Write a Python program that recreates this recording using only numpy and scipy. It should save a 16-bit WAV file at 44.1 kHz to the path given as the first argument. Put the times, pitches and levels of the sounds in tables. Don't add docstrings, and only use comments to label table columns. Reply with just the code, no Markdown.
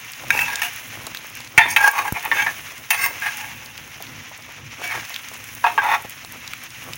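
import sys
import numpy as np
from scipy import signal
from scipy.fft import rfft, irfft, next_fast_len
from scipy.io import wavfile
from scipy.ndimage import uniform_filter1d, map_coordinates

SR = 44100
rng = np.random.default_rng(int(sys.argv[2]) if len(sys.argv) > 2 else 0)


def output_pcm(signal):
    pcm = np.clip(np.atleast_2d(signal).T, -1, 1) * 32767
    wavfile.write(sys.argv[1], SR, np.round(pcm).astype(np.int16))


N = 307597

# frequency in Hz, t60 in seconds.
KITCHEN_DECAY = [(150, 0.16), (2000, 0.35), (14000, 0.52)]
# frequency in Hz, relative gain in dB.
BURNER_COLOUR = [(15, -59), (25, -34), (43, -5.5), (75, -7.5), (108, 0.5), (156, -5.5), (188, -14.5),
                 (243, -4), (299, -12.5), (344, -12.5), (400, -29.5), (520, -12.5), (880, -120)]
TUMBLE_COLOUR = [(150, -35), (280, -2), (420, -1.5), (850, 0.5), (1300, -0.5), (2500, -23.5)]
SIZZLE_COLOUR = [(300, -25), (600, -12), (950, -4.5), (1300, -3), (1750, 1), (2300, 4), (2750, 2.5),
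                 (3700, -6.5), (4600, -12.5), (5700, -4.5), (6500, -5), (7800, -21.5), (10000, -53)]
SPRAY_COLOUR = [(4000, -64), (6300, 1), (8000, -9.5), (9800, 0), (11500, -1.5), (13500, -6), (15000, 0),
                (16000, 10)]
# time of its height in seconds, half length in seconds, sliding in dB, rumble in dB.
TURNS = [(0.373, 0.14, -40.5, -39.5), (0.944, 0.25, -47.5, -48), (1.705, 0.11, -35.5, -42.5),
         (2.2, 0.44, -38, -57), (3.11, .1, -40, -62), (4.21, 0.37, -50, -49), (4.924, 0.11, -36.5, -52),
         (5.857, 0.16, -39.5, -60), (6.902, 0.056, -44, -42)]
# time in seconds, sizzle level in dB, fine spray level in dB.
FRYING_LEVELS = [(0.0, -40, -38), (0.5, -31.5, -33), (0.8, -36.5, -33.5), (1.55, -40.5, -41),
                 (2.1, -40, -34.5), (2.42, -34.5, -28.5), (2.88, -41, -38.5), (3.32, -33.5, -30),
                 (3.69, -41.5, -39.5), (4.19, -39, -40.5), (4.62, -41.5, -45), (4.99, -34.5, -34),
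                 (5.3, -39.5, -36.5), (5.65, -39, -35), (6.2, -41, -39), (6.6, -38, -38), (6.97, -41, -36)]
# start in seconds, level of the low push in dB, frequency in Hz, t60 in seconds.
THUDS = [(1.58, -15, 167, 0.022), (2.123, -12, 102, 0.02)]
# start in seconds, loudest level in dB, pitch in Hz.
BUMPS = [(0.235, -34, 729), (1.401, -41, 899), (4.003, -34.5, 676), (4.313, -36.5, 830), (5.104, -37, 755),
         (6.046, -31, 590)]
# start in seconds, loudest level in dB, centre in Hz.
LOUD_SPITS = [(0.135, -31, 3180), (0.557, -19.5, 5300), (1.068, -25.5, 6000), (1.148, -24, 2180),
              (1.172, -26, 2490), (1.914, -23, 14500), (2.124, -21.5, 12500), (2.251, -23, 13000),
              (3.778, -29, 2470), (4.024, -30, 13460), (5.143, -25.5, 3000), (5.162, -21.5, 2530),
              (6.096, -30, 9800), (6.477, -27.5, 3450), (6.535, -23.5, 1690), (6.637, -33, 10900),
              (6.934, -24.5, 3400)]
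# frequency in Hz, half width at half amplitude in Hz, relative level in dB.
POT_MODES = [(477, 48, -10), (716.7, 19, -1.5), (855, 43, 1.5), (935.6, 32, 1), (1113, 15, 0),
             (1395, 93, -8), (1635, 38, 7), (1811, 68, 4.5), (2120, 260, 0), (2282, 7.7, 5),
             (2484, 52, -0.5), (2620, 144, -2), (3152, 21, -7), (3520, 71, -12), (3750, 45, -10),
             (5470, 97, -13.5), (6380, 270, -17.5), (6970, 150, -22.5), (9090, 200, -18),
             (11700, 210, -34.5), (11500, 450, -22), (13900, 290, -26.5)]
# frequency in Hz, relative gain in dB.
CLAY_RESPONSE = [(40, -37), (120, -40), (400, -20.5), (700, -14), (1250, -9.5), (2800, -7.5), (3900, -19),
                 (6300, -16.5), (8000, -27.5), (10500, -19), (13600, -26), (15500, -12.5)]
# start
# in seconds, length in seconds, pitch in Hz, peak level in dB.
SQUEAKS = [(1.574, 0.019, 9240, -24), (1.591, 0.089, 3570, -22.5), (2.904, 0.014, 10600, -17.5),
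           (2.906, 0.059, 9200, -27), (2.898, 0.041, 15000, -24), (2.994, 0.081, 8740, -28),
           (3.028, 0.054, 14700, -23)]
# start in seconds,
# loudest level in dB, depth in dB, grit in dB, chatter t60 in seconds, favoured frequency in Hz.
KNOCKS = [(0.305, -5, -16, -8, 0.016, 1510), (0.391, -12, -15, -11, 0.014, 2580),
          (0.618, -14, -11.5, -1, 0.04, 2860), (1.578, 0, -12.5, -14, 0.049, 2360),
          (1.763, -5, -14, -12, 0.051, 2180), (2.053, -21.5, 11, -21, .03, 900),
          (2.228, -26, -6, 3, .03, 1850), (2.315, -10, -10.5, -18.5, 0.071, 1900),
          (2.464, -18, -3, -15, .06, 1630), (2.905, -9.5, -13, -2, 0.072, 2660),
          (3.061, -13.5, -4, 3.5, 0.023, 1700), (3.221, -23.5, -11, -10, 0.027, 1660),
          (5.641, -7.5, 5, -14.5, 0.09, 1030), (5.665, -15.5, 14, -29, 0.027, 850),
          (5.778, -9, 5.5, -17, 0.044, 1630)]
# start in seconds, swell in seconds, release in seconds, peak force in dB,
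# depth and grit in dB relative to the middle register, favoured frequency in Hz, its boost in dB.
STROKES = [(0.315, 0.1, 0.061, -17.5, -9, -5.5, 2666, 16.5), (0.455, 0.022, 0.23, -24.5, -7.5, -7, 1600, 5),
           (0.62, 0.017, 0.056, -20, -11, -1, 2820, 13), (1.585, 0.0037, 0.15, -13, -5, -17.5, 966, 15),
           (1.68, 0.034, 0.056, -29.5, -23, 8, 2300, 15), (1.773, 0.11, 0.025, -12.5, -3.5, -8, 1600, 9),
           (1.93, 0.062, 0.066, -22.5, 3.5, -4.5, 1135, 10),
           (2.04, 0.049, 0.0078, -25.5, -1.5, -4, 1110, 7),
           (2.14, 0.035, 0.017, -25.5, -2.5, -13, 2330, 10), (2.225, 0.034, 0.044, -26, -4.5, -11, 1850, 1),
           (2.335, .088, 0.029, -15.5, -10, -11, 2140, 8.5),
           (2.464, 0.0058, 0.042, -17, -6.5, -15, 1710, 13),
           (2.905, 0.036, 0.044, -18.5, -8, -6.5, 2590, 14),
           (2.965, 0.085, 0.058, -18.5, -12.5, -3, 2060, 8), (3.214, 0.055, 0.06, -20, -12, -9.5, 1650, 7),
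           (3.33, 0.071, 0.4, -38, -1.5, -11, 850, 7), (4.816, 0.024, 0.082, -25, -12, -5, 690, 18),
           (4.89, 0.029, 0.12, -25, -6.5, -8, 1850, 3), (5.659, 0.0054, 0.063, -20, 2, -13, 850, -3),
           (5.78, 0.0035, 0.052, -16.5, -8, -24, 1590, 17), (5.816, 0.13, 0.033, -19.5, 5, -10, 845, 7.5)]

SWELL_DB, RELEASE_DB = 10.5, 20.5
SETTLING_DB, BURNER_DB = -53.5, -49
SPITS_PER_S, SMALL_SPIT_DB, SMALL_SPIT_HZ = 4, -35, 5600
TOP_HZ = 15900


def amp(db):
    return 10 ** (np.asarray(db) / 20)


def unit(x):
    return x / np.sqrt(np.mean(x ** 2) + 1e-20)


def crest(x, size=128):
    power = uniform_filter1d(x ** 2, size, mode="constant")
    return x / np.sqrt(power.max() + 1e-20)


def along(points, hz):
    f, value = np.transpose(points)
    return np.interp(np.log(hz + 1), np.log(f + 1), value)


def seconds(length):
    return np.arange(int(length * SR)) / SR


def add(track, s, x):
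    part = track[max(round(s * SR), 0):][:len(x)]
    part += x[:len(part)]


def wobble(rate, n):
    knots = rng.standard_normal(int(n * rate / SR) + 4)
    return map_coordinates(knots, [np.arange(n) * rate / SR], order=2)


def filtered(x, gain):
    m = next_fast_len(len(x) + 8192)
    return irfft(rfft(x, m) * gain(np.fft.rfftfreq(m, 1 / SR)), m)[:len(x)]


def ring(x, gain, size=8192):
    cepstrum = irfft(np.log(gain(np.fft.rfftfreq(size, 1 / SR)) + 1e-6))
    cepstrum[1:size // 2] *= 2
    cepstrum[size // 2 + 1:] = 0
    response = irfft(np.exp(rfft(cepstrum)))[:size // 2]
    return signal.fftconvolve(x, response)[:len(x)]


def crackle(n, rate, spread_db):
    size = amp(spread_db * np.minimum(rng.standard_normal(n), 2.5))
    sign = rng.choice([-1, 1], n)
    present = rng.random(n) < rate / SR
    return unit(size * sign * present)


def grains(spectrum, rate, spread_db, hiss_db, flutter_db, flutter_rate):
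    bursts = crackle(N, rate, spread_db) + amp(hiss_db) * rng.standard_normal(N)
    fluttering = bursts * amp(flutter_db * wobble(flutter_rate, N))
    return unit(ring(fluttering, lambda f: amp(along(spectrum, f))))


def kitchen(x, delay=0.006):
    hz, t, z = signal.stft(rng.standard_normal(SR // 2), SR, nperseg=256)
    decay = amp(-60 * t / along(KITCHEN_DECAY, hz)[:, None])
    tail = signal.istft(z * decay, SR, nperseg=256)[1]
    delayed = np.pad(x, (int(delay * SR), 0))
    return signal.fftconvolve(delayed, tail / np.linalg.norm(tail))[:N]


def heap_motion(resting_db, heights_db):
    t = np.arange(N) / SR
    power = amp(resting_db) ** 2
    for (s, half_length, *_), height_db in zip(TURNS, heights_db):
        motion = np.exp(-((t - s) / half_length) ** 2)
        power = power + (amp(height_db) * motion) ** 2
    return np.sqrt(power)


def burner():
    rumble = heap_motion(BURNER_DB, [row[3] for row in TURNS])
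    return rumble * grains(BURNER_COLOUR, rate=300, spread_db=3.5, hiss_db=1, flutter_db=3, flutter_rate=11.0)


def tumbling():
    slide = heap_motion(SETTLING_DB, [row[2] for row in TURNS])
    return slide * grains(TUMBLE_COLOUR, rate=250, spread_db=8.5, hiss_db=-0.5, flutter_db=4.5, flutter_rate=25)


def bubbles(rate=90, centre_hz=3800, octaves=0.79, cycles=9, spread_db=0.5):
    count, t = int(rate * N / SR), seconds(0.017)
    when, pitch, size = rng.random((count, 3)).T[:, :, None]
    hz = centre_hz * 2 ** (octaves * 2 * (pitch - 0.5))
    strength = amp(-spread_db * np.log(size + 0.025))
    pops = strength * np.sin(2 * np.pi * hz * t) * np.exp(-hz * t / cycles)
    at = (when * N).astype(int) + np.arange(len(t))
    return unit(np.bincount(at.ravel(), pops.ravel(), N)[:N])


def frying(bubbles_db=-17.5):
    s, sizzle_db, spray_db = np.transpose(FRYING_LEVELS)
    t = np.arange(N) / SR
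    boiling = grains(SIZZLE_COLOUR, rate=1500, spread_db=2.0, hiss_db=-0.5, flutter_db=2.0, flutter_rate=45)
    spray = grains(SPRAY_COLOUR, rate=140, spread_db=9, hiss_db=5, flutter_db=1.5, flutter_rate=72)
    sizzle = boiling + amp(bubbles_db) * bubbles()
    return amp(np.interp(t, s, sizzle_db)) * sizzle + amp(np.interp(t, s, spray_db)) * spray


def thuds(slap_db=-8, slap_hz=450, slap_t60=0.012):
    out, t = np.zeros(N), seconds(0.2)
    for s, db, hz, t60 in THUDS:
        push = -np.sin(2 * np.pi * hz * t) * amp(-60 * t / t60)
        burst = rng.standard_normal(len(t)) * amp(-60 * t / slap_t60)
        slap = ring(burst, lambda f: 1 / (1 + (f / slap_hz) ** 2))
        add(out, s, amp(db) * (push + amp(slap_db) * crest(slap)))
    return out


def bumps(t60=0.056, flesh_db=-8, flesh_hz=300):
    out, t = np.zeros(N), seconds(0.1)
    for s, db, hz in BUMPS:
        touch = rng.standard_normal(len(t)) * amp(-60 * t / t60)

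        def colour(f):
            hollow = 1 / (1 + (2 * np.log2((f + 1) / hz)) ** 2)
            return hollow + amp(flesh_db) / (1 + (f / flesh_hz) ** 2)
        add(out, s, amp(db) * crest(ring(touch, colour)))
    return out


def small_spits(spread_db=4, octaves=1.0):
    when, size, pitch = rng.random((int(SPITS_PER_S * N / SR), 3)).T
    db = SMALL_SPIT_DB + spread_db * (2 * size - 1)
    hz = SMALL_SPIT_HZ * 2 ** (octaves * (2 * pitch - 1))
    return list(zip(when * N / SR, db, hz))


def spits(t60=0.014, snap=3, octaves=0.9, skirt_db=-18, sheen_db=7, sheen_hz=15500, sheen_width_hz=1500):
    out, t = np.zeros(N), seconds(0.05)
    for s, db, hz in list(LOUD_SPITS) + small_spits():
        burst = rng.standard_normal(len(t)) * amp(-60 * t / t60)
        burst[0] += snap

        def colour(f):
            puff = np.exp(-(np.log2((f + 1) / hz) / octaves) ** 2) + amp(skirt_db)
            bass_cut = f ** 2 / (f ** 2 + 1000 ** 2)
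            sheen = amp(sheen_db * np.exp(-((f - sheen_hz) / sheen_width_hz) ** 2))
            return puff * bass_cut * sheen
        add(out, s, amp(db) * crest(ring(burst, colour)))
    return out


def pot(push, depth_db, grit_db, favoured_hz, boost_db, scatter_db=4.0, favoured_width_hz=85,
        ripple_db=4, ripple_hz=100):
    hz = np.fft.rfftfreq(8192, 1 / SR)
    strengths = rng.normal(0, scatter_db, len(POT_MODES))
    modes_power = sum(amp(db + strength) ** 2 / (1 + ((hz - f) / width) ** 2) ** 2
                      for (f, width, db), strength in zip(POT_MODES, strengths))
    place = amp(boost_db * np.exp(-((hz - favoured_hz) / favoured_width_hz) ** 2 / 2))
    ripple = map_coordinates(rng.standard_normal(1024), [hz / ripple_hz], order=3)
    crowded = amp(ripple_db * np.minimum(hz / 3500, 1) * ripple)
    gain = np.sqrt(modes_power + amp(along(CLAY_RESPONSE, hz)) ** 2) * place * crowded
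    below_middle, below_grit = (1 / (1 + (hz / edge_hz) ** 16) for edge_hz in (1300, 4300))
    wall = 1 / (1 + (600 / (hz + 1)) ** 4)
    deep = unit(gain * below_middle * wall)
    middle = unit(gain * (below_grit - below_middle))
    gritty = unit(gain * (1 - below_grit))
    response = amp(depth_db) * deep + middle + amp(grit_db) * gritty
    return ring(push, lambda f: response)


def squeaks(waver=0.008):
    out = np.zeros(N)
    for s, length, hz, db in SQUEAKS:
        t = seconds(length)
        wavering_hz = hz * (1 + waver * wobble(384, len(t)))
        phase = 2 * np.pi * np.cumsum(wavering_hz) / SR
        add(out, s, amp(db) * np.hanning(len(t)) * np.sin(phase))
    return out


def knocks(blow=5, boost_db=4):
    out, t = np.zeros(N), seconds(0.24)
    for s, db, depth_db, grit_db, t60, favoured_hz in KNOCKS:
        push = crackle(len(t), rate=6000, spread_db=3.5) * amp(-60 * t / max(t60, 0.004))
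        push[0] += blow
        add(out, s, amp(db) * crest(pot(push, depth_db, grit_db, favoured_hz, boost_db)))
    return out


def scrapes(slip_rate=2200, spread_db=2.0, judder_db=2, judder_rate=150, fade=0.0028):
    out = np.zeros(N)
    for start, swell, release, db, depth_db, grit_db, favoured_hz, boost_db in STROKES:
        t = seconds(swell + release + 2 * fade)
        judder = amp(judder_db * wobble(judder_rate, len(t)))
        slips = unit(crackle(len(t), slip_rate, spread_db) * judder)
        contact = np.clip(np.minimum(t, t[-1] - t) / fade, 0, 1)
        force_db = db + np.interp(t, [0, swell, swell + release], [-SWELL_DB, 0, -RELEASE_DB])
        push = slips * contact * amp(force_db)
        room_to_ring = np.pad(push, (0, SR // 10))
        add(out, start, pot(room_to_ring, depth_db, grit_db, favoured_hz, boost_db))
    return out


def scene():
    background = burner() + tumbling() + frying()
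    stirring = thuds() + bumps() + spits() + squeaks() + knocks() + scrapes()
    return (background + stirring + amp(-13.5) * kitchen(stirring))[None]


def record(dry, low_cut_hz=60):
    low_cut = signal.butter(2, low_cut_hz, "highpass", fs=SR, output="sos")
    heard = signal.sosfilt(low_cut, dry[0])
    clipped = heard / (1 + np.abs(heard) ** 8) ** (1 / 8)
    return filtered(clipped, lambda hz: hz < TOP_HZ)[None]


dry = scene()
out = record(dry)
output_pcm(out)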